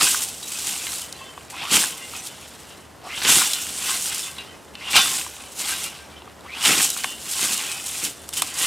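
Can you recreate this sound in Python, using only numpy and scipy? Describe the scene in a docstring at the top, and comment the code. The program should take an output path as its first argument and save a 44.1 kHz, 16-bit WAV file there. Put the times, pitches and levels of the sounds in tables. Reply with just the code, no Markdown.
"""Tall dry grass rustles and tears close in front as a scythe cuts through it; a softer back-swing follows each cut.
Rustle and drag are flickering grains of noise, the push of moved grass is low lumps, breaking stems are short
bursts, and on some cuts a narrow noise band whines upward along the edge. Stems tap the steel blade, whose
modes ring faintly. The open field lies around it: far traffic and air, wide in the bass, with a low hum."""
import sys
import numpy as np
from scipy import signal
from scipy.fft import rfft, irfft, next_fast_len
from scipy.io import wavfile

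SR = 44100
rng = np.random.default_rng(int(sys.argv[2]) if len(sys.argv) > 2 else 0)


def bounce(signal):
    """Save signal as a 16-bit WAV file at the path given by the first command-line argument."""
    frames = np.transpose(np.atleast_2d(signal))
    limited = np.clip(frames, -1, 1)
    pcm = np.round(limited * 32767).astype(np.int16)
    wavfile.write(sys.argv[1], SR, pcm)


N = 381906   # samples

# cuts and back-swings in turn, one list per movement, close by: start_s [s],
# rustle_db of the dry leaves [dB], drag_db of stems dragged over the blade [dB]
MOVEMENTS = [
    [(0.0, -26.5, -31), (0.012, -18, -13.5), (0.028, -14, -21.5), (0.092, -17.5, -29.5),
     (0.124, -20, -31.5), (0.2, -27.5, -34.5), (0.231, -26, -40), (0.339, -36.5, -47), (0.383, -37, -47)],
    [(0.391, -37.5, -52), (0.459, -34.5, -44), (0.686, -26.5, -33), (0.794, -31.5, -38),
     (0.882, -29.5, -35.5), (1.01, -31.5, -44.5), (1.098, -44, -46), (1.361, -50.5, -51.5),
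     (1.469, -51, -53), (1.493, -58, -55)],
    [(1.501, -37, -47), (1.533, -47, -43), (1.616, -42, -31.5), (1.672, -38, -38), (1.7, -31, -30),
     (1.736, -13.5, -15.5), (1.764, -15, -19.5), (1.792, -18, -26), (1.828, -20, -27), (1.956, -38, -45.5)],
    [(1.964, -39, -45), (2.107, -39, -45.5), (2.147, -35.5, -36), (2.215, -40, -43), (2.275, -31, -44),
     (2.299, -44, -46), (2.638, -49, -47.5), (2.722, -47.5, -50), (2.834, -55, -57), (3.001, -64, -59),
     (3.025, -62, -55)],
    [(3.033, -62, -52), (3.041, -50, -46), (3.073, -46.5, -42), (3.209, -32.5, -31.5), (3.275, -23, -24),
     (3.293, -13, -15), (3.384, -14.5, -25.5), (3.488, -25, -32), (3.672, -30.5, -41), (3.704, -30, -41)],
    [(3.712, -32, -45), (3.903, -24, -28), (4.011, -27.5, -36), (4.087, -23.5, -36.5), (4.107, -31, -33),
     (4.27, -31.5, -39), (4.338, -42, -48), (4.41, -46, -40), (4.518, -53.5, -49.5), (4.725, -60, -61),
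     (4.753, -53, -45)],
    [(4.761, -56, -53), (4.813, -49, -40.5), (4.897, -41, -32), (4.909, -26, -30), (4.945, -25.5, -24),
     (4.969, -13.5, -13), (5.009, -22.5, -25), (5.172, -24.5, -33), (5.316, -39.5, -47.5),
     (5.543, -45, -49.5)],
    [(5.551, -40, -57), (5.607, -27, -36), (5.643, -33.5, -32.5), (5.695, -24, -28), (5.775, -32.5, -34.5),
     (5.843, -27, -36.5), (5.872, -37, -36), (5.907, -41, -41.5), (6.174, -58.5, -53), (6.425, -62, -59)],
    [(6.433, -62, -54), (6.445, -54, -51), (6.525, -50, -43), (6.629, -27, -30), (6.657, -16, -13.5),
     (6.8, -20.5, -25.5), (6.84, -15.5, -29.5), (6.876, -25, -37), (6.924, -29, -41), (7.06, -31.5, -37.5),
     (7.176, -40.5, -50)],
    [(7.184, -40, -45), (7.283, -30, -41), (7.411, -22.5, -32), (7.443, -19, -22), (7.467, -22.5, -27.5),
     (7.754, -34, -35.5), (7.838, -33, -42.5), (8.066, -26, -35.5), (8.157, -45.5, -51), (8.281, -48, -57),
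     (8.293, -46, -58)],
    [(8.301, -42, -56), (8.324, -44, -54), (8.332, -32, -37), (8.355, -36, -39), (8.375, -20, -30.5),
     (8.398, -24, -30), (8.408, -33, -37), (8.44, -32.5, -37), (8.545, -37.5, -40), (8.56, -30, -34),
     (8.61, -22, -26), (8.655, -21.5, -27)],
]
# spectrum of the rustling leaves: pitch_hz [Hz], level_db [relative dB per Hz]
RUSTLE_SPECTRUM = [(1760, -18.5), (3000, -5.5), (4860, -5), (5440, -3), (5960, -3.5), (7830, 0.5),
                   (9400, -1.5), (11200, -6.5), (12300, -9.5), (14100, -11), (16000, -25)]
# spectrum of the dragged stems: pitch_hz [Hz], level_db [relative dB per Hz]
DRAG_SPECTRUM = [(320, -13), (550, -27.5), (686, -11), (793, -3.5), (925, -7), (1040, -4.5), (1590, -3.5),
                 (1670, -6.5), (2720, 0), (5500, -8), (7150, -24), (12100, -120)]

# spectrum of the grass pushed aside: pitch_hz [Hz], level_db [relative dB per Hz]
PUSH_SPECTRUM = [(53, -42), (90, -17), (167, 1), (231, 0), (285, 3.5), (361, -0.5), (600, -7.5), (780, -26),
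                 (1320, -120)]
# the blade shoves a whole swath aside: peak_s [s], peak_db [dB]
SWATH_SHOVES = [(0.021, -30), (1.725, -24), (3.252, -22.5), (3.369, -33), (3.663, -39), (4.955, -27.5),
                (6.679, -19), (6.784, -39), (7.048, -38), (7.429, -35), (8.037, -32), (8.616, -40)]
PUSH_DB, PUSH_FOLLOWS = -31.5, 0.62   # level at 0 dB of drag; share of the drag's swing in dB
SHOVE_RISE_S, SHOVE_T60_S, SHOVE_CREST_DB = .012, .3, 7   # crest: peak above rms

# modes of the steel blade: pitch_hz [Hz], tap_db when tapped at random [dB], t60_s [s]
BLADE_MODES = [(777, -8, .08), (1070, -5, .1), (1440, -10, .08), (1575, -8, .12), (1931, -8, .1),
               (2085, -8, .14), (2353, -11, .2), (2540, -5, .14), (2665, -4, .12), (2805, -4, .24),
               (3025, -7, .3), (3090, -6, .15), (3270, -8, .12), (3430, -9, .15), (3525, -9, .33),
               (3865, -8, .16), (4065, -10, .12), (4625, -12, .18), (5255, -13, .14), (5985, -15, .12)]
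# stems that glance off the steel and wake mainly one mode: start_s [s], pitch_hz of that mode [Hz], ring_db [dB]
STEEL_PINGS = [(0.429, 3865, -30.5), (.55, 2540, -33), (.87, 2085, -31), (1.0, 2805, -43),
               (1.021, 3025, -37), (2.151, 2540, -34), (2.19, 5985, -32), (2.28, 3525, -44),
               (2.3, 3025, -44), (3.13, 2085, -31), (3.258, 2665, -26), (3.534, 4065, -23),
               (4.102, 2805, -35), (4.12, 2085, -33), (4.2, 5255, -30.5), (4.23, 3525, -31.5),
               (4.25, 4625, -38), (4.387, 2805, -31), (4.385, 3865, -33), (4.81, 2085, -36),
               (4.87, 2805, -27.5), (4.941, 2805, -16.5), (5.722, 1575, -25.5), (5.72, 2805, -32),
               (5.849, 2805, -30), (5.86, 2353, -42), (5.9, 3525, -48), (6.907, 3865, -30),
               (7.599, 2540, -32), (7.77, 3525, -40), (8.33, 3090, -39), (8.37, 3090, -28.5),
               (8.61, 1931, -26)]
# level of the taps at 0 dB of drag; share of the drag's swing in dB; spread of their slow wander
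TAPS_DB, TAPS_FOLLOW, TAPS_WANDER_DB = -19.5, .92, 5

# spectrum of far traffic and air: pitch_hz [Hz], level_db [relative dB per Hz]
FIELD_SPECTRUM = [(18, -37), (30, -20), (75, -1), (199, -1), (319, -1.5), (394, -1.5), (740, -3),
                  (1720, -9), (2120, -12), (2410, -18), (8080, -21), (14000, -27), (16000, -42)]
# stereo width of the field: pitch_hz [Hz], side_db relative to the mid [dB]
FIELD_SIDE = [(25, -6), (60, -16), (130, -8), (300, -5), (600, -7.5), (1000, -9.5), (2200, -25.5),
              (3200, -20), (4000, -70)]
FIELD_DB = -45.5   # level of the mid
HUM_HZ, HUM_WIDTH_HZ, HUM_DB = 74.5, 8.7, -58.5

# single stems that break or knock: start_s [s], knock_hz of the woody knock [Hz], knock_db [peak dB],
# crack_hz [Hz], crack_db [peak dB], tick_db of the bright tick [peak dB]
STEM_SNAPS = [(0.145, 1410, -14.5, 2740, -24, -19), (0.237, 1410, -41, 4270, -27, -12),
              (0.428, 1150, -44, 3970, -28, -32), (0.868, 1900, -23.5, 2950, -20, -20),
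              (0.92, 1900, -36, 4270, -25, -17), (0.985, 1720, -43, 3690, -41, -20),
              (1.018, 1040, -49, 3690, -29, -18), (1.126, 700, -40, 4600, -22, -23),
              (1.242, 700, -40, 4600, -38, -36), (1.292, 1410, -42, 2370, -46, -35),
              (1.377, 940, -23.5, 2950, -36, -52), (1.409, 1900, -46, 2740, -40, -54),
              (1.449, 770, -43, 2200, -54, -35), (1.501, 1900, -46, 2550, -32, -30),
              (1.768, 1150, -13.5, 2550, -6.5, -9), (1.837, 1410, -16, 3970, -30, -27),
              (1.98, 1900, -45, 2950, -34, -23), (2.136, 1150, -26, 2370, -37, -40),
              (2.271, 700, -42, 3690, -25, -19), (3.383, 1150, -21, 2550, -16, -8),
              (3.395, 1900, -32, 2740, -20, -13), (3.418, 1160, -12.5, 4600, -26, -13),
              (3.534, 1900, -36, 4270, -7.5, -15), (3.667, 1410, -32, 2740, -25, -23),
              (3.896, 1040, -33, 3420, -20, -17), (4.058, 1900, -31, 2950, -22, -16),
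              (4.383, 1270, -39, 3690, -25, -32), (4.753, 1720, -36, 3400, -22.5, -39),
              (4.932, 1560, -22, 2740, -12, -20), (4.956, 940, -14.5, 3180, -1, -22),
              (4.964, 1900, -9, 2780, -4, -10), (5.058, 1150, -19, 3970, -20, -19),
              (5.213, 1900, -31, 2740, -22, -32), (5.264, 1150, -24.5, 3180, -33, -34),
              (5.366, 940, -38, 2950, -30, -28), (5.438, 940, -40, 2740, -30, -37),
              (5.6, 1150, -34, 3970, -22, -22), (5.842, 700, -45, 4270, -26, -20),
              (6.22, 940, -35, 3180, -33, -51), (6.255, 700, -44, 3420, -46, -41),
              (6.275, 940, -28.5, 2370, -53, -50), (6.298, 1040, -40, 3420, -37, -47),
              (6.393, 1560, -47, 2200, -47, -42), (6.408, 940, -41, 3180, -39, -38),
              (6.657, 774, -22, 2970, -5, -10), (6.799, 1270, -17, 4600, -29, -25),
              (6.902, 1720, -29, 4600, -16, -8), (6.965, 1150, -22, 2370, -28, -34),
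              (7.037, 1900, -26, 3970, -16, -23), (7.043, 900, -17, 2100, -9.5, -16),
              (7.429, 1900, -23, 3970, -16, -12), (7.841, 850, -39, 2950, -30, -21),
              (8.29, 1030, -33, 4270, -26.5, -18), (8.328, 1410, -34, 3420, -27, -29),
              (8.42, 1030, -12.5, 3300, -8, -3)]
SNAP_T60_S, SNAP_T60_S_PER_DB = .02, .0002   # at 0 dB; thicker, louder stems last longer
SNAP_OCTAVES, SNAP_OCTAVES_PER_DB = .95, .012   # width of knock and crack at 0 dB; louder breaks are broader
TICK_HZ, TICK_OCTAVES = 8000, 1.01

# stems sliding along the edge: start_s [s], end_s [s], from_hz [Hz], width_hz [Hz], level_db before the swell [dB]
EDGE_WHINES = [(1.518, 1.582, 790, 300, -40.5), (1.565, 1.702, 2094, 800, -36),
               (1.611, 1.696, 780, 300, -35), (3.036, 3.115, 748, 550, -38.5),
               (3.092, 3.213, 2100, 900, -34.5), (4.808, 4.921, 2190, 500, -36.5),
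               (4.861, 4.913, 763, 300, -41), (6.44, 6.482, 800, 250, -43), (6.478, 6.611, 1915, 300, -36),
               (6.561, 6.624, 744, 250, -43)]
WHINE_CLIMB = 1.75   # end pitch as a multiple of the start pitch

# faint stereo spread near 6 kHz: pitch_hz [Hz], side_db relative to the mid [dB]
TREBLE_SIDE = [(4600, -71), (5200, -34), (5700, -18), (6300, -19.5), (7000, -22), (8000, -52)]
CUTOFF_HZ = 16000   # top of the recorded band


def from_db(db):
    """Decibels to gain."""
    return 10 ** (np.asarray(db) / 20)


def rms_one(x):
    """Scale to rms 1."""
    return x / np.sqrt(np.mean(x ** 2) + 1e-20)


def at_hz(points, hz):
    """Read a spectrum on a log-frequency axis."""
    points_hz, points_db = np.array(points).T
    return np.interp(np.log(hz), np.log(points_hz), points_db)


def bins_hz(size):
    """Frequencies of the FFT bins, kept off zero for the logarithm."""
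    return np.maximum(np.arange(size // 2 + 1) * SR / size, 1)


def shaped(x, spectrum):
    """Filter x by the spectrum (dB)."""
    size = next_fast_len(N)
    gain = from_db(at_hz(spectrum, bins_hz(size)))
    return irfft(rfft(x, size) * gain, size)[..., :N]


def coloured(x, spectrum):
    """Give white x the spectrum (dB per Hz); rms 1."""
    return rms_one(shaped(x, spectrum))


def drift(rate_hz):
    """Slow chance of rms 1: noise through a double one-pole low-pass, run in."""
    step = 40   # samples between the slow values
    pole = np.exp(-2 * np.pi * rate_hz * step / SR)
    noise = rng.standard_normal(N // step + 2002)
    slow = signal.lfilter([1], [1, -2 * pole, pole * pole], noise)[2000:]
    return np.interp(np.arange(N) / step, np.arange(len(slow)), rms_one(slow))


def grains(per_s, spread_db, clump_db, tears_per_s):
    """Random clicks of uneven size that come in clumps; a tearing stem lifts them at once, then dies away; rms 1."""
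    sizes = from_db(spread_db * np.minimum(rng.exponential(1, N), 5)) * rng.standard_normal(N)
    born = rng.random(N) < per_s / SR
    tears = (rng.random(N) < tears_per_s / SR) * np.minimum(rng.exponential(0.6, N), 1.6)
    decay = from_db(-60 / (0.06 * SR))   # 60 dB down in 0.06 s
    tearing = 1 + signal.lfilter([1], [1, -decay], tears)
    clumps = from_db(clump_db * (drift(25) + drift(35)))
    return rms_one(sizes * born * tearing * clumps)


def patchy(x, spectrum, patchy_db, count):
    """Colour x; each of count bands flickers on its own, as other stems take over; rms 1."""
    size = next_fast_len(N)
    low_hz, high_hz = spectrum[0][0], spectrum[-1][0]
    octave_share = np.log(bins_hz(size) / low_hz) / np.log(high_hz / low_hz)
    place = (count - 1) * np.clip(octave_share, 0, 1)
    bins = rfft(coloured(x, spectrum), size)
    out = 0
    for k in range(count):
        band = np.cos(np.pi / 2 * np.clip(place - k, -1, 1)) ** 2   # overlapping bands add up to 1
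        out = out + irfft(bins * band, size)[:N] * from_db(patchy_db * drift(23.7))
    return rms_one(out)


def narrow(hz, width_hz):
    """Noise in a narrow band around the pitch curve hz; rms 1."""
    phase = 2 * np.pi * np.cumsum(hz) / SR
    lowpass = signal.butter(2, width_hz / 2, fs=SR, output="sos")
    slow = signal.sosfilt(lowpass, rng.standard_normal((2, len(hz))))
    return rms_one(slow[0] * np.cos(phase) + slow[1] * np.sin(phase))


def rustle(rustle_db):
    """Dry leaves brush together: dense bright grains under the swing's level curve."""
    leaves = grains(9000, spread_db=-1.5, clump_db=0.5, tears_per_s=21)
    return from_db(rustle_db) * patchy(leaves, RUSTLE_SPECTRUM, patchy_db=1.2, count=14)


def drag(drag_db):
    """Stems scrape over the blade: sparser, lower and more uneven grains."""
    stems = grains(5000, spread_db=1.0, clump_db=0.5, tears_per_s=30)
    return from_db(drag_db) * patchy(stems, DRAG_SPECTRUM, patchy_db=2.5, count=24)


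def push(drag_db):
    """Low lumps of moved grass follow the drag; each shove swells quickly and dies away."""
    t = np.arange(N) / SR
    gain = from_db(PUSH_DB + PUSH_FOLLOWS * drag_db)
    for peak_s, peak_db in SWATH_SHOVES:
        rise = np.clip(1 + (t - peak_s) / SHOVE_RISE_S, 0, 1)
        fall_db = 60 * np.maximum(t - peak_s, 0) / SHOVE_T60_S
        gain = gain + rise * from_db(peak_db - SHOVE_CREST_DB - fall_db)
    lumps = grains(600, spread_db=0.5, clump_db=0.5, tears_per_s=12)
    return gain * coloured(lumps, PUSH_SPECTRUM)


def blade(drag_db):
    """Random taps keep all modes murmuring; a ping wakes its own mode fully and the others more faintly."""
    taps_db = TAPS_DB + TAPS_FOLLOW * drag_db + TAPS_WANDER_DB * drift(4.7)
    start_s, ping_hz, ring_db = np.transpose(STEEL_PINGS)
    out = np.zeros(N)
    for hz, tap_db, t60_s in BLADE_MODES:
        tapped = (rng.random(N) < 250 / SR) * rng.standard_normal(N)   # 250 taps per second
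        hits = tapped * from_db(taps_db + tap_db + 5.3 * drift(5.6))
        octaves_off = np.abs(np.log2(hz / ping_hz))
        loss_db = np.minimum(250 * octaves_off, 14 + 15 * octaves_off)
        np.add.at(hits, (start_s * SR).astype(int), from_db(ring_db - loss_db))
        r, w = from_db(-60 / (t60_s * SR)), 2 * np.pi * hz / SR   # decay and turn per sample
        out += signal.lfilter([0, np.sin(w)], [1, -2 * r * np.cos(w), r * r], hits + 1e-18)
    return out


def field():
    """Far traffic and air, wide in the bass, with a wavering low hum."""
    mid, side = coloured(rng.standard_normal((2, N)), FIELD_SPECTRUM)
    stereo = mid + shaped(side, FIELD_SIDE) * [[1], [-1]]
    air = from_db(FIELD_DB + 0.8 * drift(9)) * stereo
    return air + from_db(HUM_DB) * narrow(np.full(N, HUM_HZ), HUM_WIDTH_HZ)


def snaps():
    """A breaking stem is a dying burst of noise: a woody knock, a crack and a bright tick; the lows last longer."""
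    t = np.arange(2048) / SR
    out = np.zeros(N + len(t))
    noise = rng.standard_normal((len(STEM_SNAPS), 3, len(t)))
    for (start_s, knock_hz, knock_db, crack_hz, crack_db, tick_db), draws in zip(STEM_SNAPS, noise):
        peak_db = max(knock_db, crack_db, tick_db)
        t60_s = SNAP_T60_S + SNAP_T60_S_PER_DB * peak_db
        octaves = SNAP_OCTAVES + SNAP_OCTAVES_PER_DB * peak_db
        # pitch, peak level, width in octaves, share of the decay time
        parts = [(knock_hz, knock_db, octaves, 1.5),
                 (crack_hz, crack_db, octaves, 1.05),
                 (TICK_HZ, tick_db, TICK_OCTAVES, .8)]
        first = int(start_s * SR)
        for (hz, part_db, width, lasting), draw in zip(parts, draws):
            half = 2 ** (np.clip(width, .2, 3) / 2)
            edges_hz = [hz / half, min(hz * half, .45 * SR)]
            band = signal.butter(2, edges_hz, "band", fs=SR, output="sos")
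            dying = draw * from_db(-60 * t / max(lasting * t60_s, .001))
            burst = signal.sosfilt(band, dying)
            out[first:first + len(t)] += from_db(part_db) * burst / np.abs(burst).max()
    return out[:N]


def whines():
    """The slip rate climbs as the blade speeds up; the stems grip unevenly."""
    out = np.zeros(N)
    for start_s, end_s, from_hz, width_hz, level_db in EDGE_WHINES:
        a, b = int(start_s * SR), int(end_s * SR)
        swell = np.sin(np.linspace(0, np.pi, b - a)) ** 0.35
        pitch_hz = np.linspace(from_hz, WHINE_CLIMB * from_hz, b - a)
        out[a:b] += from_db(level_db) * swell * narrow(pitch_hz, width_hz)
    return out * from_db(0.95 * drift(52))


def scene():
    """The mowing is one near source in the middle, the field lies around it."""
    rows = sorted(sum(MOVEMENTS, []), key=lambda row: row[0])
    start_s, *levels = np.transpose(rows)
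    rustle_db, drag_db = [np.interp(np.arange(N) / SR, start_s, level) for level in levels]
    near = rustle(rustle_db) + drag(drag_db) + push(drag_db) + blade(drag_db) + snaps() + whines()
    # thin stems and steel radiate no deep bass
    no_bass = signal.butter(3, 85, "high", fs=SR, output="sos")
    return signal.sosfilt(no_bass, near) + field()


def record(dry):
    """A faint stereo spread near 6 kHz is added; peaks are rounded, the top is cut steeply."""
    side = shaped(dry.mean(axis=0), TREBLE_SIDE)
    side = .7 * side + .7 * np.roll(side, 90)   # joined by a copy 90 samples (2 ms) later
    spread = dry + side * [[-1], [1]]   # taken from the left, added to the right
    rounded = .95 * np.tanh(spread / .95)
    top_cut = signal.ellip(12, .5, 70, CUTOFF_HZ, fs=SR, output="sos")
    return signal.sosfilt(top_cut, rounded)


dry = scene()
out = record(dry)
bounce(out)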